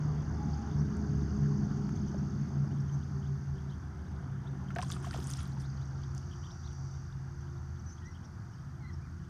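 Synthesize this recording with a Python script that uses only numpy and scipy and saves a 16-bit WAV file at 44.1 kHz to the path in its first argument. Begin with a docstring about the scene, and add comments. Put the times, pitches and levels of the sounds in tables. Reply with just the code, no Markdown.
"""At the edge of a pond, one microphone. On a far road beyond the water a vehicle drones past,
its exhaust note and drive-line whine sinking as it recedes. A few steps away an angler shifts
in the reeds: wet ground pops underfoot, dry stems snap and rustle. Cicadas buzz with their
ribbed drums, crickets trill, and swallows twitter over the water, echoed by pond and trees."""
import sys
import numpy as np
from scipy import signal
from scipy.io import wavfile
from scipy.ndimage import uniform_filter1d, map_coordinates

SR = 44100
rng = np.random.default_rng(int(sys.argv[2]) if len(sys.argv) > 2 else 0)


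def master_out(mix):
    """Clip the mix to full scale and print it as 16-bit PCM to the path in sys.argv[1]."""
    frames = np.transpose(np.atleast_2d(mix))
    ceiling = np.clip(frames, -1, 1)
    pcm = np.round(ceiling * 32767).astype(np.int16)
    wavfile.write(sys.argv[1], SR, pcm)


N = 409688
T = np.arange(N) / SR

# exhaust note from across the pond: (time [s], level [dB])
EXHAUST_LEVEL = [(0, -36), (.5, -44), (.8, -35.5), (1.05, -41), (1.45, -34.5), (1.75, -36.5), (2.07, -43.5),
                 (2.4, -36.5), (3.3, -36), (3.8, -42.5), (4.02, -51), (4.3, -43), (5.1, -40.5),
                 (6.15, -39.5), (6.45, -52.5), (6.8, -42), (7.7, -47), (8.25, -57), (8.6, -48), (9.05, -49),
                 (9.29, -66)]
# spells in which it throbs: (first crest [s], last crest [s], throbs [count], depth [0-1])
EXHAUST_THROBS = [(.14, 1.47, 4, .92), (2.42, 3.87, 8, .45)]
# drive line: (time [s], whine [dB], its half order [dB], low drone [dB])
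DRIVE_LEVELS = [(0, -62, -70, -45.5), (.45, -62.5, -60, -40.5), (.76, -60.5, -44.5, -40.5),
                (.88, -52, -42.5, -38), (1.5, -49.5, -37, -43.5), (1.75, -58.5, -41.5, -45),
                (2.0, -53.5, -39.5, -49), (2.25, -60.5, -42, -44.5), (2.5, -70.5, -46.5, -50),
                (3.2, -59, -49.5, -50), (4.0, -67, -58.5, -44), (4.7, -64.5, -48, -52),
                (5.5, -67, -55, -46), (6.3, -62.5, -81, -50), (7.1, -67, -65, -59), (7.55, -61, -76, -54),
                (8.2, -69, -76, -70), (9.29, -67.5, -53, -67)]
# drive-line whine: (time [s], pitch [Hz])
WHINE_PITCH = [(0.0, 425.7), (1.2, 413.0), (2.1, 403.4), (3.2, 390.2), (4.6, 376.2), (5.6, 356.0),
               (9.3, 345.0)]
# rough howl on the approach: (time [s], pitch [Hz], level [dB])
APPROACH_HOWL = [(.3, 844, -71), (.4, 840, -53.5), (.55, 804, -52), (.68, 818, -56), (.78, 796, -75)]
# far road, with a swell near 5 s as the angler moves: (time [s], low roar [dB], hiss [dB])
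ROAD_LEVELS = [(0, -39, -53), (1.5, -36.5, -56), (2.7, -40.5, -57), (3.4, -48.5, -60.5), (5, -44.5, -56.5),
               (6.9, -56, -62), (9.29, -55, -64.5)]
# low roar: (frequency [Hz], relative level [dB])
ROAR_SPECTRUM = [(24, -35), (40, -8), (65, -8), (139, -0.5), (209, -2.5), (399, -17), (460, -32),
                 (571, -35.5), (700, -27.5), (910, -52), (1540, -120)]
# road hiss: (frequency [Hz], relative level [dB])
HISS_SPECTRUM = [(260, -44.5), (450, -3), (593, -10), (712, -0.5), (1040, -3), (1590, -6), (2520, -25.5),
                 (2800, -23), (3640, -23), (6160, -120)]
# wet ground, close by: (time [s], level [dB], ring [Hz], time to fall 60 dB [s])
GROUND_POPS = [(1.891, -35, 1300, .013), (2.144, -34, 795, 0.015), (2.145, -27.5, 580, 0.017),
               (2.646, -39.5, 600, 0.023), (2.643, -41.5, 1330, 0.018), (4.704, -41, 1360, 0.056),
               (4.761, -30, 1520, 0.024), (4.763, -29.5, 685, 0.058), (4.785, -29, 1660, 0.023),
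               (4.788, -27, 730, 0.063), (4.828, -31.5, 1040, 0.034), (4.902, -34, 1160, .018),
               (4.907, -35, 1300, 0.013), (4.964, -38, 1220, 0.035), (5.044, -38, 1110, 0.035),
               (5.067, -35, 702, 0.049), (5.109, -39.5, 1390, 0.028), (5.131, -41, 1800, .025),
               (5.144, -26.5, 687, 0.021), (5.16, -35.5, 496, 0.023), (5.186, -28.5, 383, 0.039),
               (5.387, -42, 1370, .033), (5.568, -43.5, 900, 0.06)]
# dry stems breaking: (time [s], level [dB], ring [Hz])
STEM_SNAPS = [(0.969, -50.5, 6300), (1.893, -55, 6600), (4.752, -46, 6150), (4.761, -44, 4050),
              (4.785, -41, 5400), (4.8064, -44, 5440), (4.8165, -33, 3020), (4.825, -36, 5300),
              (4.8334, -42, 5700), (4.9016, -36, 5400), (4.9143, -41, 6160), (4.9189, -32.5, 3620),
              (4.9244, -38, 6060), (4.936, -42, 3500), (5.11, -39, 5100), (5.1396, -38, 3320),
              (5.1598, -43, 3320), (5.1744, -44, 6790), (5.202, -43, 3190), (5.2423, -40.5, 6160),
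              (5.271, -36.5, 6360), (5.3028, -36, 8500), (5.3117, -35.5, 6040), (5.336, -33.5, 5070),
              (5.4053, -39, 3100), (5.5994, -52, 5170), (6.1486, -44, 6300), (6.179, -41.5, 5730),
              (6.7294, -50, 5810)]
# brushes through the reeds: (loudest moment [s], swell time constant [s], fizz [dB], body [dB])
REED_BRUSHES = [(4.82, 0.018, -56, -55), (4.915, 0.017, -53, -54.5), (5.05, 0.015, -57, -56),
                (5.14, 0.02, -53.5, -52.5), (5.23, .012, -62, -63), (5.3, 0.023, -50, -59),
                (5.39, 0.02, -60, -55), (5.605, 0.0054, -55, -68), (6.165, 0.013, -66, -67)]
# fizz of brushed stems: (frequency [Hz], relative level [dB])
FIZZ_SPECTRUM = [(2350, -48), (4000, -20), (4660, -2), (5050, -3), (6020, -1), (7600, -9), (8760, -4),
                 (15600, -37)]
# two cicadas: (time [s], first [dB], second [dB])
CICADA_LEVELS = [(0, -65, -79), (.7, -63.5, -74), (1.9, -63, -75), (2.6, -67.5, -78.5), (3.2, -67, -75),
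                 (4.3, -73.5, -78), (5.4, -68, -72), (6.1, -66.5, -71.5), (6.45, -67.5, -62.5),
                 (6.95, -68.5, -63), (7.1, -69.5, -72), (9.29, -73, -80.5)]
# one song each: (opening clicks [1/s], closing clicks [1/s], clicks a stroke [count],
# roughness [0-1], drum modes as (frequency [Hz], width [Hz], relative level [dB]))
CICADA_SONGS = [(330.5, 342, 7.75, 0.6, [(4613, 320, -6), (4940, 570, -2.5), (5630, 230, -7),
                (5940, 400, -1.5), (6330, 190, -2), (6570, 160, -7.5)]),
                (349, 300, 3.1, 0.25, [(4800, 340, -7), (5774, 380, 0), (6140, 89, -6.5), (6930, 150, -20),
                (7390, 150, -20.5)])]
# cricket trills: (pitch [Hz], pulses [1/s], level [dB], end [s])
CRICKET_TRILLS = [(8080, 30, -83, 9.3), (10240, 71, -89, 4.7)]
# swallow chirps over the water: (time [s], level [dB], centre [Hz], glide [Hz], length [s])
SWALLOW_CHIRPS = [(0.528, -59.0, 4860, 1500.0, 0.02), (0.707, -66, 3280.0, 1597, 0.012),
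                  (0.772, -61.5, 5620, 1499, 0.051), (0.855, -64, 5380.0, 1497, 0.018),
                  (1.64, -62.0, 5800, 1196, 0.026), (1.766, -61, 6280.0, 900.0, 0.013),
                  (1.952, -59, 6220.0, 603, 0.018), (1.967, -65, 3380, 400.0, 0.014),
                  (2.074, -60, 5900, 304, 0.027), (2.172, -61, 5500, 902, 0.028),
                  (2.8, -61, 5530, 903, 0.012), (2.891, -68, 3120, 596, 0.014),
                  (2.908, -61, 6100, 296, 0.056), (3.025, -67, 3400.0, 798, 0.013),
                  (3.222, -69, 3220, 691, 0.018), (3.24, -69, 3280.0, 1200.0, 0.038),
                  (3.574, -68, 3200, 607, 0.023), (3.69, -66, 3720, 1297, 0.028),
                  (3.701, -66.5, 3150, 388, 0.047), (4.462, -65.5, 3540, 1002, 0.025),
                  (4.684, -60, 3170, -2, 0.0091), (5.517, -63, 4480.0, 1800.0, 0.02),
                  (5.623, -67, 3700.0, 1600.0, 0.053), (5.647, -65.0, 4450, 1800.0, 0.02),
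                  (5.658, -66, 4960.0, 300.0, 0.013), (5.694, -61, 4870, 597, 0.012),
                  (5.77, -61.5, 4670, 1500.0, 0.014), (5.808, -69, 3760, 1194, 0.032),
                  (6.013, -65, 3100.0, 499, 0.014), (6.03, -59.5, 4780, 1200.0, 0.013),
                  (6.031, -62, 3400, 1000.0, 0.016), (6.308, -63, 3240, 700.0, 0.021),
                  (6.325, -61, 3070, 400.0, 0.018), (6.424, -63, 3280.0, 1000.0, 0.044),
                  (6.463, -62.0, 3100.0, 400.0, 0.014), (6.503, -63, 3660, 1600.0, 0.014),
                  (6.512, -57, 5300, 300.0, 0.012), (6.626, -66, 3960, 1800.0, 0.06),
                  (6.671, -59, 3600, 1200.0, 0.013), (7.121, -65, 3520.0, 1200.0, 0.01),
                  (7.4, -66, 5900, -600.0, 0.038), (7.79, -63, 5800, 1200.0, 0.017),
                  (7.973, -65.5, 3260, 600.0, 0.021), (8.1, -66, 5660, -600.0, 0.042),
                  (8.14, -64, 3180, 400.0, 0.028), (8.163, -66, 3010, 403, 0.015),
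                  (8.9, -74, 3300.0, 500.0, 0.018)]
# raspy chips: (time [s], level [dB], centre [Hz], glide [Hz], length [s])
RASPY_CHIPS = [(6.058, -70, 6080, 0, 0.027), (7.879, -61, 5700, -300, 0.046),
               (7.907, -64, 6340, 700, 0.036), (8.05, -61.5, 5850, 500, 0.031),
               (8.239, -61, 5600, -700, 0.03), (8.53, -67, 5400, -300, .02), (8.921, -62, 5500, -2, 0.031)]
# longer whistles, one list each: (time [s], pitch [Hz], level [dB], second harmonic [dB])
BIRD_WHISTLES = [
    [(8.012, 1965, -63, -90), (8.04, 1836, -66, -90), (8.06, 1910, -60, -93), (8.085, 2050, -59, -75),
     (8.108, 1940, -66, -90)],
    [(8.8, 2250, -74, -90), (8.83, 2100, -67, -76), (8.862, 1985, -56, -73), (8.876, 2150, -70, -72),
     (8.89, 2080, -64, -68), (8.912, 1850, -50, -85)],
    [(9.01, 2000, -78, -90), (9.03, 2410, -72, -84), (9.055, 2400, -77, -76), (9.078, 1770, -63, -92)],
    [(7.855, 5600, -66, -99), (7.87, 6050, -59, -99), (7.895, 6000, -60, -99), (7.94, 6240, -62.5, -99),
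     (7.967, 6000, -68, -99)],
]
# still air and far traffic: (frequency [Hz], relative level [dB])
AIR_SPECTRUM = [(13, -49), (22, -11), (58, -3.5), (97, 1), (154, -2.5), (267, -22.5), (352, -23.5),
                (476, -51), (1390, -23.5), (2610, -48), (3830, -48), (5790, -51.5), (7410, -53),
                (13900, -60.5), (15600, -96)]
# far machines: (pitch [Hz], width [Hz], level [dB])
MACHINE_HUMS = [(80.5, 1.4, -50), (87.2, 3.8, -54.5)]


def vehicle():
    """Engine and drive line on the far road; moving air on the long path makes them fade, and in spells the
    exhaust throbs."""
    receding_hz, sink_hz, sink_s, throb_fade_s = 130.8, 18.7, 4.0, 0.15
    throb = np.ones(N)
    for first, last, count, depth in EXHAUST_THROBS:
        spell = np.clip(np.minimum(T - first, last - T) / throb_fade_s + 1, 0, 1)
        throb += depth * spell * np.cos(2 * np.pi * count * (T - first) / (last - first))
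    hz = receding_hz + sink_hz * np.exp(-T / sink_s) + 0.58 * wander(11)
    exhaust = throb * tone(hz, columns(EXHAUST_LEVEL)[0] + 1.5 * wander(25))
    whine_db, half_db, drone_db = columns(DRIVE_LEVELS)
    hz = columns(WHINE_PITCH)[0] + 1.414 * wander(13)
    whine = tone(hz, whine_db + 3.1 * wander(18)) + tone(hz / 2, half_db + 0.97 * wander(18))
    drone = tone(hz=74.8 - .66 * T + 0.48 * wander(8), db=drone_db + 2.0 * wander(13))
    howl_hz, howl_db = columns(APPROACH_HOWL)
    howling = (T > APPROACH_HOWL[0][0]) * (T < APPROACH_HOWL[-1][0])
    howl = howling * amp(howl_db) * wavering_tone(howl_hz, width=53)
    return exhaust + whine + drone + howl


def road():
    """Low roar and hiss of the far road, fading, with a swell near 5 s as the angler moves."""
    roar_db, hiss_db = columns(ROAD_LEVELS)
    roar = amp(roar_db) * noise(ROAR_SPECTRUM, patchy_db=0.94, size=4096)
    return roar + amp(hiss_db) * noise(HISS_SPECTRUM, patchy_db=2.0)


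def wet_ground():
    """A few steps off, ground pops under the angler: dull rings that sink in pitch, over a crunch."""
    rise_cycles, grit_db = 1.9, -9
    out, t = np.zeros(N), np.arange(3000) / SR
    for start, db, hz, t60 in GROUND_POPS:
        sinking_hz = hz * (1 + 0.14 * np.exp(-t / 0.0012))
        ring = np.sin(2 * np.pi * np.cumsum(sinking_hz) / SR)
        grit = evened(resonate(resonate(rng.standard_normal(len(t)), hz, hz), 1.2 * hz, 2 * hz))
        envelope = np.minimum(t * hz / rise_cycles, 1) * amp(db - 60 * t / t60)
        add(out, start, envelope * (ring + amp(grit_db) * grit))
    return out


def reeds():
    """Close to the microphone, stems snap, crackle and fizz as the angler brushes through."""
    out, crackle = np.zeros(N), np.zeros(N)
    for start, db, hz in STEM_SNAPS:
        crack = snap(hz) + 0.25 * snap(min(1.6 * hz, 13000)) + 0.095 * snap(0.34 * hz)
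        add(out, start, amp(db) * crack)
    for hz in np.geomspace(3000, 12000, num=12):  # small stems of many sizes
        strength = amp(5.9 * np.minimum(rng.exponential(1, N), 4))
        breaks = rng.random(N) < 40 / SR  # about 40 a second
        crackle += signal.oaconvolve(strength * breaks, snap(hz))[:N]
    fizz = evened(0.6 * evened(crackle) + noise(FIZZ_SPECTRUM, patchy_db=4.5, size=256))
    body = noise([(1200, 7.5), (2400, -10), (3300, 1.5), (4500, -19)], patchy_db=2.6, size=256)
    for crest, rise, fizz_db, body_db in REED_BRUSHES:
        brush = np.exp(-abs(T - crest) / np.where(T < crest, rise, 3.05 * rise))  # quick in, slow out
        out += brush * (amp(fizz_db) * fizz + amp(body_db) * body)
    return out


def snap(hz, t60=0.009):
    """One stem breaks: a burst of a few milliseconds ringing at hz, peak 1."""
    burst = rng.standard_normal(600) * amp(-60 * np.arange(600) / SR / t60)
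    ring = resonate(burst, hz, 1250, 2700, 3200)
    return ring / abs(ring).max()


def cicadas():
    """Ribs buckle in each muscle stroke and ring the cicada's drum."""
    out = np.zeros(N)
    for db, (first, last, per_stroke, rough, modes) in zip(columns(CICADA_LEVELS), CICADA_SONGS):
        ribs = np.cumsum(np.linspace(first, last, N)) / SR
        stroke = 0.42 + np.sin(np.pi * (ribs / per_stroke % 1) ** 0.7) ** 2
        scrape = rough * np.exp(-(ribs % 1) / 0.68) * rng.standard_normal(N)
        clicks = 4.5 * (1 - rough) * np.diff(np.floor(ribs), prepend=0)
        far_chorus = .5 * rng.standard_normal(N)  # blurred into noise
        drive = evened(stroke * (scrape + clicks)) + far_chorus
        rebound = np.roll(drive, round(SR * per_stroke / first / 2))
        song = 0
        for hz, width, mode_db in modes:
            push = rebound if hz < 5200 else drive  # low modes sound as the drum springs back
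            song += amp(mode_db) * resonate(push, hz, width, width) / np.sqrt(width)
        out += amp(db + .7 * wander(5)) * evened(song)
    return out


def crickets():
    """Each cricket pulses a thin, high tone."""
    out = np.zeros(N)
    for hz, per_s, db, end in CRICKET_TRILLS:
        pulses = np.sin(np.pi * per_s * T) ** 6 * (T < end)
        out += pulses * tone(hz + 15 * wander(43), db + 1.5 * wander(12))
    return out


def birds():
    """Chirps, raspy chips and whistles over the pond, with two echoes off water and trees."""
    calls = np.zeros(N)
    for start, db, hz, glide, length in SWALLOW_CHIRPS:
        add(calls, start, chirp(db, hz, glide, length))
    for start, db, hz, glide, length in RASPY_CHIPS:  # noise in a gliding resonance
        progress = np.linspace(0, 1, round(length * SR))
        rasp = resonate(rng.standard_normal(len(progress)), hz + glide * (progress - .5), 620, 690)
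        add(calls, start, amp(db) * np.sin(np.pi * progress) * evened(rasp))
    for rows in BIRD_WHISTLES:
        start, end = rows[0][0], rows[-1][0]
        hz, db, second_db = columns(rows, np.arange(start, end, 1 / SR))
        hz = uniform_filter1d(hz, size=300, mode="nearest")
        whistle = tone(hz, db) + tone(2 * hz, second_db)
        add(calls, start, whistle * signal.windows.tukey(len(hz), .2))
    out = calls.copy()
    add(out, .017, .18 * calls)
    add(out, .041, .15 * calls)
    return out


def chirp(db, hz, glide, length):
    """One swallow note: a gliding near-sine with an uneven, slightly raspy level."""
    progress = np.linspace(0, 1, round(length * SR))
    rasp = 1 + .5 * evened(uniform_filter1d(rng.standard_normal(len(progress)), size=50))
    return rasp * np.sin(np.pi * progress) * tone(hz + glide * (progress - .5), db)


def far_flock():
    """Faint twitter from across the pond, blurred by echoes."""
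    calls = np.zeros(N)
    for when, loud, pitch, glide, length in rng.random((90, 5)):
        note = chirp(-84 + 8 * loud, 2950 + 750 * pitch, 300 + 900 * glide, .014 + .02 * length)
        add(calls, when * T[-1], note)
    decay = amp(-60 * np.arange(3000) / SR / 0.083)
    echoes = rng.standard_normal(3000) * decay * (rng.random(3000) < .02)
    return calls + signal.oaconvolve(calls, echoes / np.linalg.norm(echoes))[:N]


def still_air():
    """The bed behind it all: still air, far traffic and the hum of far machines."""
    hums = sum(amp(db) * wavering_tone(hz, width) for hz, width, db in MACHINE_HUMS)
    return amp(-45.5) * noise(AIR_SPECTRUM, patchy_db=1.0, size=4096) + hums


def amp(db):
    """dB to gain."""
    return 10 ** (np.asarray(db) / 20)


def evened(x):
    """Scales to rms 1."""
    return x / np.sqrt(np.mean(x ** 2) + 1e-20)


def columns(rows, t=T):
    """Joins the rows of a table by straight lines in time, one curve a column."""
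    times, *values = np.transpose(rows)
    return [np.interp(t, times, column) for column in values]


def add(mix, start, sound):
    """Mixes a sound in at start seconds."""
    part = mix[round(start * SR):][:len(sound)]
    part += sound[:len(part)]


def resonate(x, hz, *widths):
    """Resonances of gain 1 in series, one per width in Hz: shift hz to zero, smooth, shift back."""
    turn = np.exp(2j * np.pi * np.cumsum(hz * np.ones(len(x))) / SR)
    for width in widths:
        pole = np.exp(-np.pi * width / SR)
        x = 2 * (turn * signal.lfilter([1 - pole], [1, -pole], x / turn)).real
    return x


def wander(per_s):
    """A smooth random drift of rms 1, with per_s steps a second."""
    steps = rng.standard_normal(int(T[-1] * per_s) + 4)
    return evened(map_coordinates(steps, [T * per_s], order=3))


def noise(spectrum, patchy_db, size=1024):
    """Noise of rms 1 shaped by (frequency [Hz], level [dB]) rows, with drifting louder patches."""
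    hz = np.fft.rfftfreq(size, 1 / SR)
    real, imag, patches = rng.standard_normal((4 * N // size + 5, len(hz), 3)).T
    patches = evened(uniform_filter1d(uniform_filter1d(patches, size=10, axis=0), size=10, axis=1))
    knots_hz, db = np.transpose(spectrum)
    shape_db = np.interp(np.log(hz + 1), np.log(knots_hz + 1), db, left=-120, right=-120)
    frames = (real + 1j * imag) * amp(shape_db[:, None] + patchy_db * patches)
    return evened(signal.istft(frames, nperseg=size, noverlap=3 * size // 4)[1][:N])


def tone(hz, db):
    """A sine on a pitch curve at an rms level."""
    return np.sqrt(2) * amp(db) * np.sin(2 * np.pi * np.cumsum(hz) / SR)


def wavering_tone(hz, width):
    """Noise in a narrow resonance, rms 1."""
    return evened(resonate(rng.standard_normal(N), hz, width, width))


def scene():
    """Near and far sources meet at one microphone on the bank."""
    angler = wet_ground() + reeds()
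    return (vehicle() + road() + angler + cicadas() + crickets() + birds() + far_flock() + still_air())[None]


def record(dry):
    """The microphone loses the deepest bass; a band limit takes off the highest treble."""
    low_cut_hz, band_limit_hz = 46, 15700
    thinned = signal.sosfilt(signal.butter(4, low_cut_hz, "high", fs=SR, output="sos"), dry)
    lowpass = signal.firwin(511, band_limit_hz, window=("kaiser", 9), fs=SR)
    return signal.oaconvolve(thinned, lowpass[None], "same")


dry = scene()
out = record(dry)
master_out(out)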